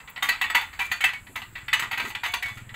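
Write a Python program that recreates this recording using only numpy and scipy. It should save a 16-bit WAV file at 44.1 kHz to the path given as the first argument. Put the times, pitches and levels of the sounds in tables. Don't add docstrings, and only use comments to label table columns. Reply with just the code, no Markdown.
import sys
import numpy as np
from scipy import signal
from scipy.fft import rfft, irfft
from scipy.io import wavfile
from scipy.ndimage import uniform_filter1d

SR = 44100
rng = np.random.default_rng(int(sys.argv[2]) if len(sys.argv) > 2 else 0)


def generate_wav(signal):
    frames = np.transpose(np.atleast_2d(signal))
    scaled = np.clip(frames, -1, 1) * 32767
    pcm = np.round(scaled).astype(np.int16)
    wavfile.write(sys.argv[1], SR, pcm)


def invert_db(level):
    return 10 ** (np.asarray(level, dtype=float) / 20)


N = 121275


def unit(x):
    return x / np.sqrt(np.mean(x ** 2))


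def on_log(table, hz):
    table_hz, table_db = np.array(table).T
    return np.interp(np.log(hz), np.log(table_hz), table_db)


def fade(t, t60):
    return np.exp(-np.log(1000) * t / t60)


def band(x, hz, width):
    edges = [hz - width / 2, hz + width / 2]
    return unit(signal.sosfilt(signal.butter(2, edges, "band", fs=SR, output="sos"), x))


def coloured(table, shape):
    hz = np.arange(shape[1] // 2 + 1) * SR / shape[1] + 1
    spectrum = rfft(rng.standard_normal(shape)) * invert_db(on_log(table, hz))
    return unit(irfft(spectrum, shape[1]))


def walk(rate):
    k = int(SR / rate)
    steps = np.repeat(rng.standard_normal(N // k + 1), k)
    return 1.06 * uniform_filter1d(steps, k)[:N]


def add(out, s, x):
    i = int(s * SR)
    out[i:i + len(x)] += x[:N - i]


def bank(hz, db, t60, t):
    hz, db, t60 = (np.asarray(v)[:, None] for v in (hz, db, t60))
    return invert_db(db) * np.sin(2 * np.pi * hz * t) * fade(t, t60)


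# t/s, peak level/dB, treble level/dB, fade t60/s
BLOWS = [(.160, -25, -37, 0.11), (.176, -19, -26, 0.028), (.223, -14, -13.5, 0.45),
         (.287, -8.5, -13.5, 0.1), (.412, -11, -17, 0.11), (.499, -13.5, -22, 0.11), (.547, -5.5, -17, 0.2),
         (.790, -17, -18.5, 0.17), (.813, -23, -19, 0.75), (.914, -12.5, -16, .14), (1.005, -19, -16, 0.39),
         (1.038, -5.5, -18.5, 0.12), (1.356, -18.5, -16, 0.15), (1.681, -19, -32, 0.088),
         (1.729, -5, -17.5, 0.11), (1.793, -12.5, -14.5, 0.096), (1.821, -17.5, -20, 0.26),
         (1.911, -18, -19, 0.22), (1.974, -15.5, -18.5, 0.13), (2.149, -15, -21.5, 0.062),
         (2.233, -16, -22, 0.2), (2.246, -19, -21, 0.24), (2.259, -17.5, -19, 0.092),
         (2.336, -9, -14.5, 0.069), (2.424, -17, -17.5, 0.12)]
# lift of the lows, level/dB
HEFT_DB = [-10, 16, -3, -0.5, 0.5, 2, -0.5, 0, -1.5, -2.5, -3.5, -6, -4.5, -2, -5, -5.5, 5.5, -1, -3.5,
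           -2.5, 0.5, -5, 2, -2, -5]
# t/s, peak level/dB, treble
# level/dB, fade t60/s
TOUCHES = [(0.001, -34, -23, 0.14), (0.075, -31.5, -23, 0.2), (0.324, -23, -42, 0.9),
           (0.438, -18, -25, 0.2), (0.609, -21.5, -19.5, 0.47), (0.729, -32, -20, 0.46),
           (0.801, -17.5, -18, 0.097), (1.089, -19, -40, 0.071), (1.131, -23.5, -20, 0.16),
           (1.267, -33.5, -33, 0.089), (1.417, -25.5, -21, 0.12), (1.553, -26.5, -28, 0.68),
           (1.928, -18.5, -35, 0.14), (1.997, -16.5, -22, 0.2), (2.049, -23, -20, 0.26),
           (2.102, -23.5, -17, 0.1), (2.457, -21.5, -18, 0.088), (2.481, -26.5, -20, 0.3),
           (2.57, -33.5, -16, 0.52), (2.691, -31, -27, 0.091), (2.74, -27, -20, 0.2)]
# f/Hz, level/dB
WRENCH = [(200, -20), (600, -23), (880, -10), (1600, -7.5), (1950, -2.5), (3200, -9.5), (4500, -17.5),
          (5900, -37), (7000, -64)]
# f/Hz, level/dB
SHEEN = [(5950, -4.5), (6300, -0.5), (7500, -5.5), (9400, -11), (12000, -10), (14000, -7), (15800, -11)]
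# level/dB, ring t60/s
PIPE = [(-23, 0.6), (-6.5, 0.34), (-15, 0.37), (-7.5, 0.45), (8.5, 0.13), (13, 0.067), (-20, 0.4),
        (-1, 0.2), (-7, 0.74), (-2.5, 0.098), (-6, 0.15), (-5.5, 0.21), (-3, 0.16), (-20, 1)]
PIPE_HZ = [720, 903, 1251, 1575, 1876, 1971, 2234, 2356, 2643, 2944, 3522, 4030, 4500, 6240]
# level/dB, ring t60/s
HANDLE = [(-7.5, .3), (-0.5, 0.14), (-3.5, 0.13), (-10.5, .3), (-7.5, .3), (-8, .25), (-9.5, 0.2),
          (-16.5, 0.47), (-21, 0.44), (-13, 0.57), (-20.5, 0.25), (-25, 0.2), (-15.5, .13), (-16, 0.11)]
HANDLE_HZ = [2487, 3028, 3106, 3398, 3463, 3677, 3757, 5512, 6944, 7860, 10600, 11970, 12700, 14210]


def blows():
    out, t = np.zeros(N), np.arange(SR // 3) / SR
    chance = rng.standard_normal
    low_hz = np.sort(rng.uniform(648.3, 5890, size=160))
    high_hz = np.sort(rng.uniform(6050, 15800, size=200))
    body = bank(low_hz, on_log(WRENCH, low_hz), 0.076 * invert_db(chance(160)), t)
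    sheen = bank(high_hz, on_log(SHEEN, high_hz), 0.16 * invert_db(chance(200)), t)
    pipe = bank(PIPE_HZ, *np.array(PIPE).T, t)
    handle = bank(HANDLE_HZ, *np.array(HANDLE).T, t)
    jaw = signal.butter(2, 1340, fs=SR)
    rattle, fizz = loose_parts(64, len(t))
    sheen_late = np.clip((t - 0.0024) / 0.004, 0, 1)
    snap = (1 + invert_db(6) * fade(t, 0.045)) / 2
    ending = 1 - t / t[-1]
    attack = np.minimum(t / 0.0029, 1)

    def norm(x):
        return x / np.std(x[:SR // 50])

    def scattered(modes):
        gains = np.sign(chance(len(modes))) * invert_db(4 * chance(len(modes)))
        return norm(gains @ modes)

    for k, (s, db, treble_db, t60) in enumerate(BLOWS + TOUCHES):
        contacts = np.zeros(SR // 30)
        when = np.abs(chance(8)) * 0.006 * SR
        when = np.minimum(when, len(contacts) - 1).astype(int)
        contacts[when] = np.sign(chance(8)) * invert_db(2 * chance(8) - 8.0)
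        contacts[0] = 1

        def struck(modes, gains):
            return norm(signal.fftconvolve(gains @ modes, contacts)[:len(t)])

        x = norm(struck(body, np.sign(chance(160))) + invert_db(-3) * rattle[k] * fade(t, 1.0))
        bite = invert_db(0.38 * treble_db + 13.0)
        x = norm(x + bite * np.diff(x, 2, append=[0, 0]))
        tone = invert_db(-7) * scattered(pipe) + invert_db(-13) * scattered(handle)
        top = norm(struck(sheen, chance(200)) + invert_db(-1) * fizz[k] * fade(t, 1.0))
        if k < len(BLOWS):
            x = norm(x + (invert_db(HEFT_DB[k]) - 1) * signal.filtfilt(*jaw, x))
        x = x + invert_db(treble_db + 22.5 - 15) * sheen_late * top * snap
        damp = fade(t, max(t60, 0.02))
        x = x * damp + tone * damp ** 0.5
        add(out, s, x * ending * attack * invert_db(db - 9.5))
    return out


def loose_parts(rows, length):
    grain = invert_db(2 * np.repeat(rng.standard_normal((rows, length // 60)), 60, axis=1))
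    rattle = coloured(WRENCH, (rows, length)) * grain
    fizz = coloured([(5600, -51)] + SHEEN + [(17000, -32)], (rows, length)) * grain
    return rattle, fizz


# t/s, level/dB, ring t60/s
RINGS = [(.224, -21, 0.067), (.224, -26, .12), (.29, -21, 0.1), (0.291, -17.5, 0.048), (.29, -25, 0.14),
         (0.289, -27, 0.081), (.413, -20.5, 0.14), (.415, -31, .2), (0.419, -28.5, 0.26), (.44, -38, .4),
         (.44, -32, 0.32), (.44, -22, 0.13), (.549, -20, .08), (.551, -17, 0.081), (.56, -25, 0.24),
         (.57, -34.5, 0.23), (.793, -28, .08), (.806, -23, 0.17), (.916, -26, 0.061), (.92, -35, 0.13),
         (0.919, -48, 0.32), (1.007, -27, 0.24), (1.008, -30.5, 0.15), (1.04, -19.5, 0.11),
         (1.04, -19.5, 0.18), (1.042, -39, 0.28), (1.042, -40, .1), (1.074, -27.5, 0.14), (1.075, -51, .2),
         (1.132, -33, 0.19), (1.36, -54, 0.27), (1.375, -54, 0.34), (1.683, -32.5, 0.13),
         (1.731, -25.5, 0.11), (1.733, -18, 0.1), (1.741, -40.5, 0.48), (2.24, -53, 3.5),
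         (2.239, -47, 0.53), (2.252, -27.5, 0.084), (2.256, -28, 0.089), (2.28, -32, 0.22),
         (2.339, -25, .05), (2.338, -22, 0.052), (2.338, -28, 0.037), (2.346, -43, 0.24), (2.355, -56, .3),
         (.55, -24.5, .15), (2.426, -27, 0.23), (2.426, -30, 0.08), (2.46, -41, .3), (2.478, -31.5, 0.12)]
RING_HZ = [3677, 3165, 2643, 4030, 1936, 4500, 1936, 2944, 2643, 3522, 2251, 1869, 1971, 2643, 2250, 3522,
           2234, 2356, 2780, 4500, 6240, 2234, 3106, 1971, 2643, 6240, 12100, 1879, 10600, 2234, 6240,
           11970, 3522, 4500, 2944, 6240, 720, 6240, 2944, 1971, 2234, 1900, 3030, 4560, 6240, 10550, 903,
           2230, 1868, 3463, 1981]


def rings():
    out, t = np.zeros(N), np.arange(SR // 4) / SR
    ends = np.minimum(t / 0.004, 1) * np.minimum((t[-1] - t) / 0.015, 1)
    for (s, db, t60), hz in zip(RINGS, RING_HZ):
        wobble_db = 2 * np.interp(t * 50, np.arange(20), rng.standard_normal(20))
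        add(out, s, invert_db(db + wobble_db) * bank([hz], [0], [t60], t)[0] * ends)
    return out


# t/s, level/dB, length/s
SCRAPES = [
    (0.841, -43.5, 0.032),
    (0.907, -48, .01),
    (0.952, -51, 0.031),
    (1.992, -48, 0.12),
    (2.064, -45, 0.047),
    (2.253, -46, 0.05),
    (2.307, -46, 0.028),
    (2.446, -55.5, 0.21),
]


def scrapes():
    out = np.zeros(N)
    rattle, fizz = loose_parts(64, SR // 3)
    rough = fizz + invert_db(-3.0) * np.diff(rattle, 2, append=[[0, 0]] * 64) * 9
    for (s, db, length), x in zip(SCRAPES, rough):
        n = int(length * SR)
        ticks = invert_db(3.5 * np.repeat(rng.exponential(size=80), SR // 350))
        add(out, s, invert_db(db) * unit(x[:n] * ticks[:n]) * np.hanning(n) ** 0.52)
    return out


def wrench():
    thin = signal.butter(1, 250, "high", fs=SR, output="sos")
    return signal.sosfilt(thin, blows() + rings() + scrapes())


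def shaft(x):
    t = np.arange(SR // 3) / SR
    dull = signal.lfilter(*signal.butter(1, 5500, fs=SR), rng.standard_normal(len(t)))
    echo = dull * fade(t, 0.2) * np.minimum(t / 0.0085, 1)
    return x + invert_db(-7.5) * signal.fftconvolve(x, echo / np.linalg.norm(echo))[:N]


# t/s, thump level/dB
ENGINE = [(0.022, -51), (0.262, -72), (.458, -43), (0.616, -60), (0.903, -41.5), (1.053, -51),
          (1.216, -42.5), (1.419, -43), (1.528, -43), (1.868, -42.5), (2.035, -39.5), (2.157, -44),
          (2.365, -46), (2.447, -35.5), (2.51, -34.5), (2.563, -34.5), (2.716, -36.5), (2.767, -25)]
FIRINGS = [0, 3, 5, 7, 10, 12, 14, 17, 19, 26, 29, 31, 34, 35, 36, 37, 40, 41]


def engine():
    out, t = np.zeros(N), np.arange(SR // 6) / SR
    engine_s, engine_db = np.array(ENGINE).T
    when = np.interp(np.arange(FIRINGS[-1] + 1), FIRINGS, engine_s)
    swell = (1 - fade(t, 0.071)) * (1 - t / t[-1])
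    for s, gap, c in zip(when, np.gradient(when), rng.standard_normal((80, 2))):
        hz = (104.6 + 3.1 * (1 / gap - 18)) * (1 + 0.011 * c[0])
        parts_hz = [hz, 2.0 * hz, 0.14 * hz, 1.06 * hz]
        x = bank(parts_hz, [0, -9, -8, -22], [0.06, 0.06, 0.06, 0.24], t).sum(0)
        db = np.interp(s, engine_s, engine_db) + 10.0 + 1.2 * c[1]
        if s < N / SR:
            add(out, s, x * swell * invert_db(db))
    return out


# t/s, level/dB, f/Hz, length/s
CLODS = [
    (1.292, -49.5, 330, 0.028),
    (1.959, -53, 230, .06),
    (1.995, -46, 234, .11),
    (1.998, -47, 403, 0.11),
]
# t/s, level/dB, length/s
GRIT = [
    (0.085, -48, .035),
    (0.099, -42, 0.0075),
    (1.158, -58, .006),
    (1.183, -58, .006),
    (1.44, -56, .01),
    (1.584, -51, .008),
    (2.08, -46, 0.038),
]


def earth():
    out = np.zeros(N)
    for s, db, hz, length in CLODS:
        n = int(length * SR)
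        thud = band(rng.standard_normal(SR // 4), hz, 0.35 * hz)[-n:]
        add(out, s, invert_db(db) * thud * np.hanning(n) ** 0.5)
    for s, db, length in GRIT:
        n = int(length * SR)
        tick = band(rng.standard_normal(SR // 4), 15600, 4100)[-n:]
        add(out, s, invert_db(db) * tick * np.hanning(n))
    return out


# f/Hz, level/dB
AIR = [(25, 1), (110, -7.5), (250, -13.5), (450, -21), (850, -20), (2000, -17), (5000, -39), (15800, -31)]


def air():
    out = 0
    for hz in 30 * 2 ** np.arange(0, 9.01, 0.5):
        db = on_log(AIR, hz) + 10 * np.log10(hz) + 3.2 * walk(4.88)
        out = out + invert_db(db) * band(rng.standard_normal(N), hz, hz / 3)
    insects = band(rng.standard_normal(N), 7650, 950) * invert_db(-61.5 + 0.5 * walk(30.0))
    return invert_db(-52.5) * unit(out) + insects


def scene():
    return (shaft(wrench()) + engine() + earth() + air())[None]


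def low_pass(x):
    return signal.sosfilt(signal.butter(12, 16820, fs=SR, output="sos"), x)


def record(dry):
    b, a = signal.iirnotch(5680, 9, SR)
    x = dry - 0.8 * (dry - signal.lfilter(b, a, dry))
    rounded = np.tanh(1.422 * x) / 1.378
    x = signal.sosfilt(signal.ellip(8, 0.2, 35, 15700, fs=SR, output="sos"), rounded)
    return low_pass(x)


dry = scene()
out = record(dry)
generate_wav(out)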